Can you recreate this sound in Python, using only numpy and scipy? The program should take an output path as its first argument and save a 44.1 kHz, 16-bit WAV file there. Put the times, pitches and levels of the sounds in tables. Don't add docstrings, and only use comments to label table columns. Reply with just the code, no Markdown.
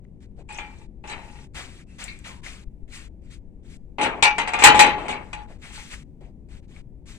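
import sys
import numpy as np
from scipy import signal
from scipy.fft import rfft, irfft
from scipy.io import wavfile
from scipy.ndimage import uniform_filter1d

SR = 44100
rng = np.random.default_rng(int(sys.argv[2]) if len(sys.argv) > 2 else 0)


def persist_wave(psi):
    counts = np.round(np.clip(psi, -1, 1) * 32767).astype(np.int16)
    wavfile.write(sys.argv[1], SR, np.atleast_2d(counts).T)


N = 316630

# (time [s], level before pan and mix [dB], brightness [dB],
# chatter before the fade, held to 2-100 ms [s])
GATE_BLOWS = [(0.481, -42, -5.5, 0.085), (0.585, -35, -3.5, 0.0024), (1.039, -44.5, -14.5, 0.015),
              (1.074, -41.5, 1, 0.021), (1.097, -36, -6, 0.021), (3.984, -26, -21, 0.02),
              (4.011, -22.5, -9, 0.037), (4.225, -13, 7, 0.018), (4.382, -22.5, -1.5, 0.0027),
              (4.474, -27.5, -5, 0.0058), (4.535, -22.5, -5.5, 0.0019), (4.589, -24.5, -4.5, 0.044),
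              (4.622, -17.5, -3.5, 0.0097), (4.638, -4.5, 0.5, 0.025), (4.745, -20.5, -10.5, 0.038),
              (4.792, -9, 2.5, 0.016), (4.837, -19, -13.5, 0.03), (4.981, -34.5, -16.5, 0.081),
              (5.082, -28, -8, 0.034), (5.33, -36, 2, 0.0022)]
# (pitch [Hz], relative level [dB], base t60 [s])
BAR_MODES = [(250, -14, .2), (302, -16, .18), (434, -9, .2), (540, -10, .15), (738, -7, .12), (841, 4, .3),
             (915, 0, .18), (1004, -7, .13), (1185, -8, .12), (1423, -8, .12), (1884, -4, .12),
             (2126, -7, .13), (2443, -3, .11), (2623, -4, .1), (2780, -6, .09), (3090, -9, .12),
             (3944, -9, .07), (4414, -21, .16), (5800, -20, .08), (6630, -27, .17)]
# (frequency [Hz], t60 [s])
FRAME_DECAY = [(800, 0.67), (2500, 0.33), (5000, 0.15), (10000, 0.12)]
# (frequency [Hz], relative level per Hz [dB])
GRIT_SPECTRUM = [(250, -14), (600, -1.5), (1200, -3), (2200, 4.5), (3300, 0), (5500, -6), (8200, -3),
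                 (10300, -16.5), (15000, -35)]


def amp(db):
    return 10 ** (np.asarray(db) / 20)


def evened(x):
    return x / np.sqrt(np.mean(abs(x) ** 2) + 1e-20)


def read(points, hz):
    f, value = np.transpose(points)
    return np.interp(np.log(hz + 1), np.log(f + 1), value)


def add(mix, s, sound):
    part = mix[:, round(s * SR):][:, :sound.shape[1]]
    part += sound[:, :part.shape[1]]


def panned(db):
    return amp([[db / 2], [-db / 2]])


def colour_db(hz, treble_db, bass_db, knee_hz=450):
    curve = [(knee_hz, bass_db), (2 * knee_hz, 0), (2400, 0.24 * treble_db), (6000, treble_db)]
    return read(curve, hz)


def ports(count, size, field_db, patchy_db, likeness=0.88):
    # (frequency [Hz], share [0-1])
    port_likeness = [(60, .93), (250, .87), (1000, .7), (8000, .75)]
    # (frequency [Hz], phase [rad])
    left_lead = [(20, 0.1), (800, 0.1), (2400, 1.6), (3450, 4.08), (8300, 4.9)]
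    hop = size // 4
    frames = count // hop + 5
    hz = np.fft.rfftfreq(size, 1 / SR)[:, None]
    a, b, c, d, patches = rng.standard_normal((frames, len(hz), 5)).T
    patches = uniform_filter1d(uniform_filter1d(patches, size=5, axis=0), size=12, axis=1)
    patches = evened(patches)
    same = np.clip(likeness * read(port_likeness, hz), 0, 1)
    left = a + 1j * b
    right = same * left + np.sqrt(1 - same ** 2) * (c + 1j * d)
    right = right * np.exp(-1j * read(left_lead, hz))
    level_db = field_db(hz, np.arange(frames) * hop / SR) + patchy_db * patches
    spectrum = np.array([left, right]) * amp(level_db)
    return signal.istft(spectrum, nperseg=size, noverlap=size - hop)[1][:, :count]


def damped(t, hz, db, t60, alike_hz=2800):
    start, apart = 2 * np.pi * rng.random((2, len(hz), 1))
    phase = start + np.array([0, 1])[:, None, None] * apart * np.minimum(hz / alike_hz, 1)
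    sines = amp(db - 60 * t / t60) * np.sin(2 * np.pi * hz * t + phase)
    soft_start = 1 - np.exp(-(t / 0.00018) ** 2)
    return sines.sum(axis=1) * soft_start


def rumble():
    # (frequency [Hz], relative level per Hz [dB])
    town_spectrum = [(15, -6), (64, -8.5), (90, -14), (190, -14.5), (380, -25), (500, -32.5), (900, -46),
                     (1300, -62.5), (2300, -58), (4500, -72.5), (9000, -69.5), (12000, -93)]
    # (frequency [Hz], left-right level difference added [dB])
    town_lean = [(40, 9.5), (250, 3), (2000, 6.5)]
    level_db = -43.5
    sound = ports(N, 2048, lambda hz, t: read(town_spectrum, hz) + 0 * t, 0.48)
    hz = np.fft.rfftfreq(N, 1 / SR)
    lean = amp(np.outer([.5, -.5], read(town_lean, hz)))
    return amp(level_db) * evened(irfft(rfft(sound) * lean, N))


def hum():
    # (centre pitch [Hz], level before fade and pan [dB])
    motor_lines = [(199, -58), (377, -64)]
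    t = np.arange(N) / SR
    drift = rng.standard_normal((len(motor_lines), N))
    waver = 1 + 0.003 * evened(uniform_filter1d(drift, size=9000))
    hz, db = np.transpose(motor_lines)[..., None]
    lines = amp(db) * np.sin(2 * np.pi * np.cumsum(hz * waver, axis=1) / SR)
    fade = np.clip(3.2 - t, .2, 1)
    return panned(2.5) * lines.sum(axis=0) * fade


def wind():
    # (time [s], level [dB])
    air_level = [(0, -56), (2.4, -56), (2.75, -48), (3.2, -54), (4.6, -50), (5.9, -47), (7.18, -52)]
    # (time [s], signed height factor)
    air_bumps = [(2.671, 0.027), (2.827, -0.024)]
    spectrum = [(15, -12), (45, 7.5), (90, -12.5), (300, -63.5)]  # (Hz, dB per Hz)
    s, level_db = np.transpose(air_level)
    air = evened(ports(N, 2048, lambda hz, t: read(spectrum, hz) + 0 * t, 2))
    air = air * amp(np.interp(np.arange(N) / SR, s, level_db))
    u = np.arange(3000) / SR / 0.0052
    bump = u ** 2 * (4.1 - u) * np.exp(-u)
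    for at, height in air_bumps:
        add(air, at, height * np.tile(bump, (2, 1)))
    return panned(10) * air


def alley_hiss():
    return panned(2.2) * evened(ports(N, 256, lambda hz, u: read(GRIT_SPECTRUM, hz) + 0 * u, 2.0))


def treble_spans():
    # (start [s], end [s], alley hiss level before swell and pan [dB])
    open_spans = [(0.038, 0.054, -64), (0.202, 0.267, -59.5), (0.363, 0.432, -63), (0.487, 0.872, -59.5),
                  (1.034, 1.479, -55.5), (1.534, 1.845, -54.5), (1.866, 2.412, -61), (2.416, 2.646, -82),
                  (2.877, 3.088, -54.5), (3.216, 3.392, -66.5), (3.629, 3.776, -61), (3.977, 5.47, -62),
                  (5.47, 5.582, -64), (5.583, 6.038, -62), (6.205, 6.32, -73), (6.485, 6.607, -58.5),
                  (6.623, 6.665, -68), (6.678, 6.822, -59.5), (7.055, 7.194, -54.5)]
    hiss_swell_s = 0.034
    t = np.arange(N) / SR
    passing, hiss_gain = np.zeros(N), np.zeros(N)
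    for start, end, hiss_db in open_spans:
        span = np.clip(np.minimum(2 * (t - start), end - t) / .007, 0, 1)
        swell = np.clip(np.minimum(t - start, end - t) / hiss_swell_s, .35, 1)
        passing = passing + span
        hiss_gain = hiss_gain + amp(hiss_db) * span * swell
    return np.clip(passing, .06, 1), hiss_gain


def squeak(s, length, hz, level_db):
    t = np.arange(round(length * SR)) / SR
    drift = rng.standard_normal(round(.2 * SR))
    waver = 1 + .03 * evened(uniform_filter1d(drift, size=120))[:len(t)]
    tone = np.sin(2 * np.pi * np.cumsum(hz * waver) / SR)
    return s, amp(level_db) * panned(6.5) * np.sin(np.pi * t / length) * tone


def click(s, level_db, hz):
    t = np.arange(1500) / SR
    snap = np.sin(2 * np.pi * hz * t) * np.exp(-t * hz / 3.1) * (1 - np.exp(-t * hz / 0.5))
    walls = rng.standard_normal((2, len(t))) * amp(-22 - 60 * t / 0.049)
    splash = signal.oaconvolve(walls, snap[None])[:, :len(t)]
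    return s, amp(level_db) * panned(10.7) * (snap + splash)


def scuff(s, level_db, t60, low_db):
    t = np.arange(round(.5 * SR)) / SR
    rise_s = 0.044
    treble_db = -4.2 - 0.31 * low_db
    field = lambda hz, u: read(GRIT_SPECTRUM, hz) + colour_db(hz, treble_db, low_db, 596) + 0 * u
    hiss = evened(ports(len(t), 256, field, 1.8))
    grains = uniform_filter1d(rng.exponential(1, len(t)) ** 2, size=60)
    grit = evened(amp(evened(grains)))
    swell = np.sin(np.pi / 2 * np.minimum(t / rise_s, 1)) ** 0.63
    fade = amp(-60 * np.maximum(t - rise_s, 0) / t60)
    return s, panned(4.7) * amp(level_db) * hiss * grit * swell * fade


def swing():
    # (start [s], end [s], level before edges, fade and pan [dB])
    moving_spans = [(0.49, 0.876, -54), (1.03, 1.453, -49), (5.661, 5.837, -50)]
    # (frequency [Hz], level added [dB])
    swing_colour = [(850, -8), (2600, -3.5), (4000, -11.5)]
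    slips_per_s, fade_db_per_s = 120, -19
    t = np.arange(N) / SR
    ring = np.arange(round(.3 * SR)) / SR
    moving = np.zeros(N)
    for start, end, level_db in moving_spans:
        edges = np.clip(np.minimum(t - start, end - t) / 0.032, 0, 1)
        moving = moving + amp(level_db + fade_db_per_s * np.maximum(t - start, 0)) * edges
    slips = evened(rng.standard_normal(N) * (rng.random(N) < slips_per_s / SR))
    hz, db, t60 = np.transpose(BAR_MODES)[..., None]
    bars = damped(ring, hz, db + read(swing_colour, hz), 0.62 * t60)
    bars = bars / np.linalg.norm(bars[0])
    return panned(9.2) * signal.oaconvolve(bars, (slips * moving)[None], axes=1)[:, :N]


def tap(s, level_db, hz):
    t = np.arange(round(.2 * SR)) / SR
    pitch_draw, level_draw = rng.standard_normal((2, 20, 1))
    modes_hz = hz * (1 + 0.082 * pitch_draw)
    modes = damped(t, modes_hz, level_db + 3 * level_draw, .75 * read(FRAME_DECAY, modes_hz))
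    return s, panned(4) * modes * (1 - np.exp(-t * hz / 8))


def latch(s, level_db, hz):
    ring_t60, damp_s = 0.45, .012
    t = np.arange(round(.4 * SR)) / SR
    next_s = min(row[0] for row in GATE_BLOWS if row[0] > s)
    ring = damped(t, np.array([[hz]]), level_db, ring_t60, 7600) * np.minimum(t / .008, 1)
    return s, panned(3.0) * ring * np.exp(-np.maximum(t - (next_s - s), 0) / damp_s)


def blow(s, level_db, treble_db, chatter):
    # (frequency [Hz], relative level per Hz [dB])
    frame_spectrum = [(60, -31.5), (250, -6), (550, -11.5), (840, -10.5), (1450, -14.5), (2420, -5),
                      (5550, -21.5), (8200, -13), (10300, -35), (15000, -62)]
    small_parts = 90
    parts_db, parts_ring = -5, .4
    t = np.arange(round(.55 * SR)) / SR
    bass_db = -6.5 - 0.45 * treble_db
    decay = 0.93 - 0.017 * treble_db
    chatter = np.clip(chatter, .002, .1)

    fade = lambda u, t60: -60 * np.maximum(u - chatter, 0) / (decay * t60)
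    colour = lambda hz: colour_db(hz, treble_db, bass_db)
    field = lambda hz, u: read(frame_spectrum, hz) + colour(hz) + fade(u, read(FRAME_DECAY, hz))
    clatter = ports(len(t), 256, field, 3.2, .75)
    clatter /= np.sqrt(np.mean(clatter[:, :900] ** 2))

    clinks = rng.standard_normal(len(t)) * (rng.random(len(t)) < 450 / SR) * amp(fade(t, 0.31))
    clinks[0] = 2.4
    clinks /= np.linalg.norm(clinks)

    hz, db, t60 = np.transpose(BAR_MODES)[..., None]
    db = db + colour(hz) + 3.1 * rng.standard_normal(hz.shape)
    parts_hz = 1100 * 6 ** rng.random((small_parts, 1))
    parts_level = parts_db + read(frame_spectrum, parts_hz) + colour(parts_hz)
    parts_level = parts_level + 3 * rng.standard_normal(parts_hz.shape)
    parts_t60 = parts_ring * decay * read(FRAME_DECAY, parts_hz)
    ring = t[:len(t) // 2]
    modes = damped(ring, hz, db, .9 * decay * t60) + damped(ring, parts_hz, parts_level, parts_t60)
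    modes = modes * np.cos(np.pi / 2 * ring / ring[-1])
    struck = signal.fftconvolve(modes, clinks[None], axes=1)[:, :len(t)]

    flares = abs(evened(clinks / amp(fade(t, 0.2))))
    grain = 1 + 0.5 * uniform_filter1d(uniform_filter1d(flares, size=30), size=20)
    onset = 1 - np.exp(-t / 0.00038)
    mixed = amp(-2.0) * clatter * evened(grain) * onset + amp(-1.0) * struck
    return s, amp(level_db) * panned(4.5) * mixed


def scene():
    # (time [s], length [s], centre pitch [Hz], level before pan [dB])
    squeak_rows = [(1.864, 0.1, 2650, -63)]
    # (time [s], level before pan [dB], pitch [Hz])
    click_rows = [(0.0508, -41, 1990), (0.786, -50, 6640), (1.801, -46.5, 1670), (2.041, -20.5, 7830),
                  (2.19, -36.5, 7800), (2.4637, -28, 2070), (6.764, -40, 2270)]
    # (time [s], level before pan [dB], t60 [s], low-mid lift [dB])
    scuff_rows = [(0.373, -51, 0.27, 24.5), (1.543, -35.5, 0.39, 0.5), (1.982, -37.5, 0.43, -3),
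                  (2.239, -39.5, 0.31, -1.5), (2.43, -40.5, 0.57, -5.5), (2.917, -42, 0.33, -17),
                  (3.299, -51, 0.12, -18), (3.69, -56.5, 0.79, -34), (5.477, -49, 0.19, 16),
                  (5.614, -45, 1, -0.5), (5.72, -42, 0.97, -19), (5.898, -39, 0.12, -7),
                  (6.194, -51, 0.28, 23), (6.477, -62, 0.77, 5), (6.745, -57.5, 0.25, 7),
                  (7.057, -51, 0.47, -24)]
    # (time [s], base mode level [dB], centre pitch [Hz])
    tap_rows = [(0.524, -54.5, 8160), (0.543, -54, 5930), (0.574, -50, 6600), (2.079, -45, 2316),
                (2.082, -51.5, 4070), (2.285, -57.5, 998), (4.014, -46, 3920), (4.477, -50, 8100)]
    # (time [s], level before decay and pan [dB], pitch [Hz])
    latch_rows = [(0.495, -39, 2487), (0.586, -35.5, 2336), (4.232, -15.5, 2314), (4.65, -15, 2386),
                  (4.8, -17.5, 2440)]
    squeaks, bright = np.zeros((2, N)), np.zeros((2, N))
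    for row in squeak_rows:
        add(squeaks, *squeak(*row))
    sources = ((click, click_rows), (scuff, scuff_rows), (tap, tap_rows),
               (latch, latch_rows), (blow, GATE_BLOWS))
    for source, rows in sources:
        for row in rows:
            add(bright, *source(*row))
    bright = bright + swing()
    bright_gain, hiss_gain = treble_spans()
    background = rumble() + hum() + wind()
    return background + squeaks + alley_hiss() * hiss_gain + bright * bright_gain


def record(dry):
    edge_hz = 16300
    clipped = np.clip(dry + 0.03 * dry ** 2, -.97, .97)
    lowpass = signal.firwin(255, edge_hz, window=("kaiser", 7), fs=SR)
    return signal.oaconvolve(clipped, lowpass[None], "same")


dry = scene()
out = record(dry)
persist_wave(out)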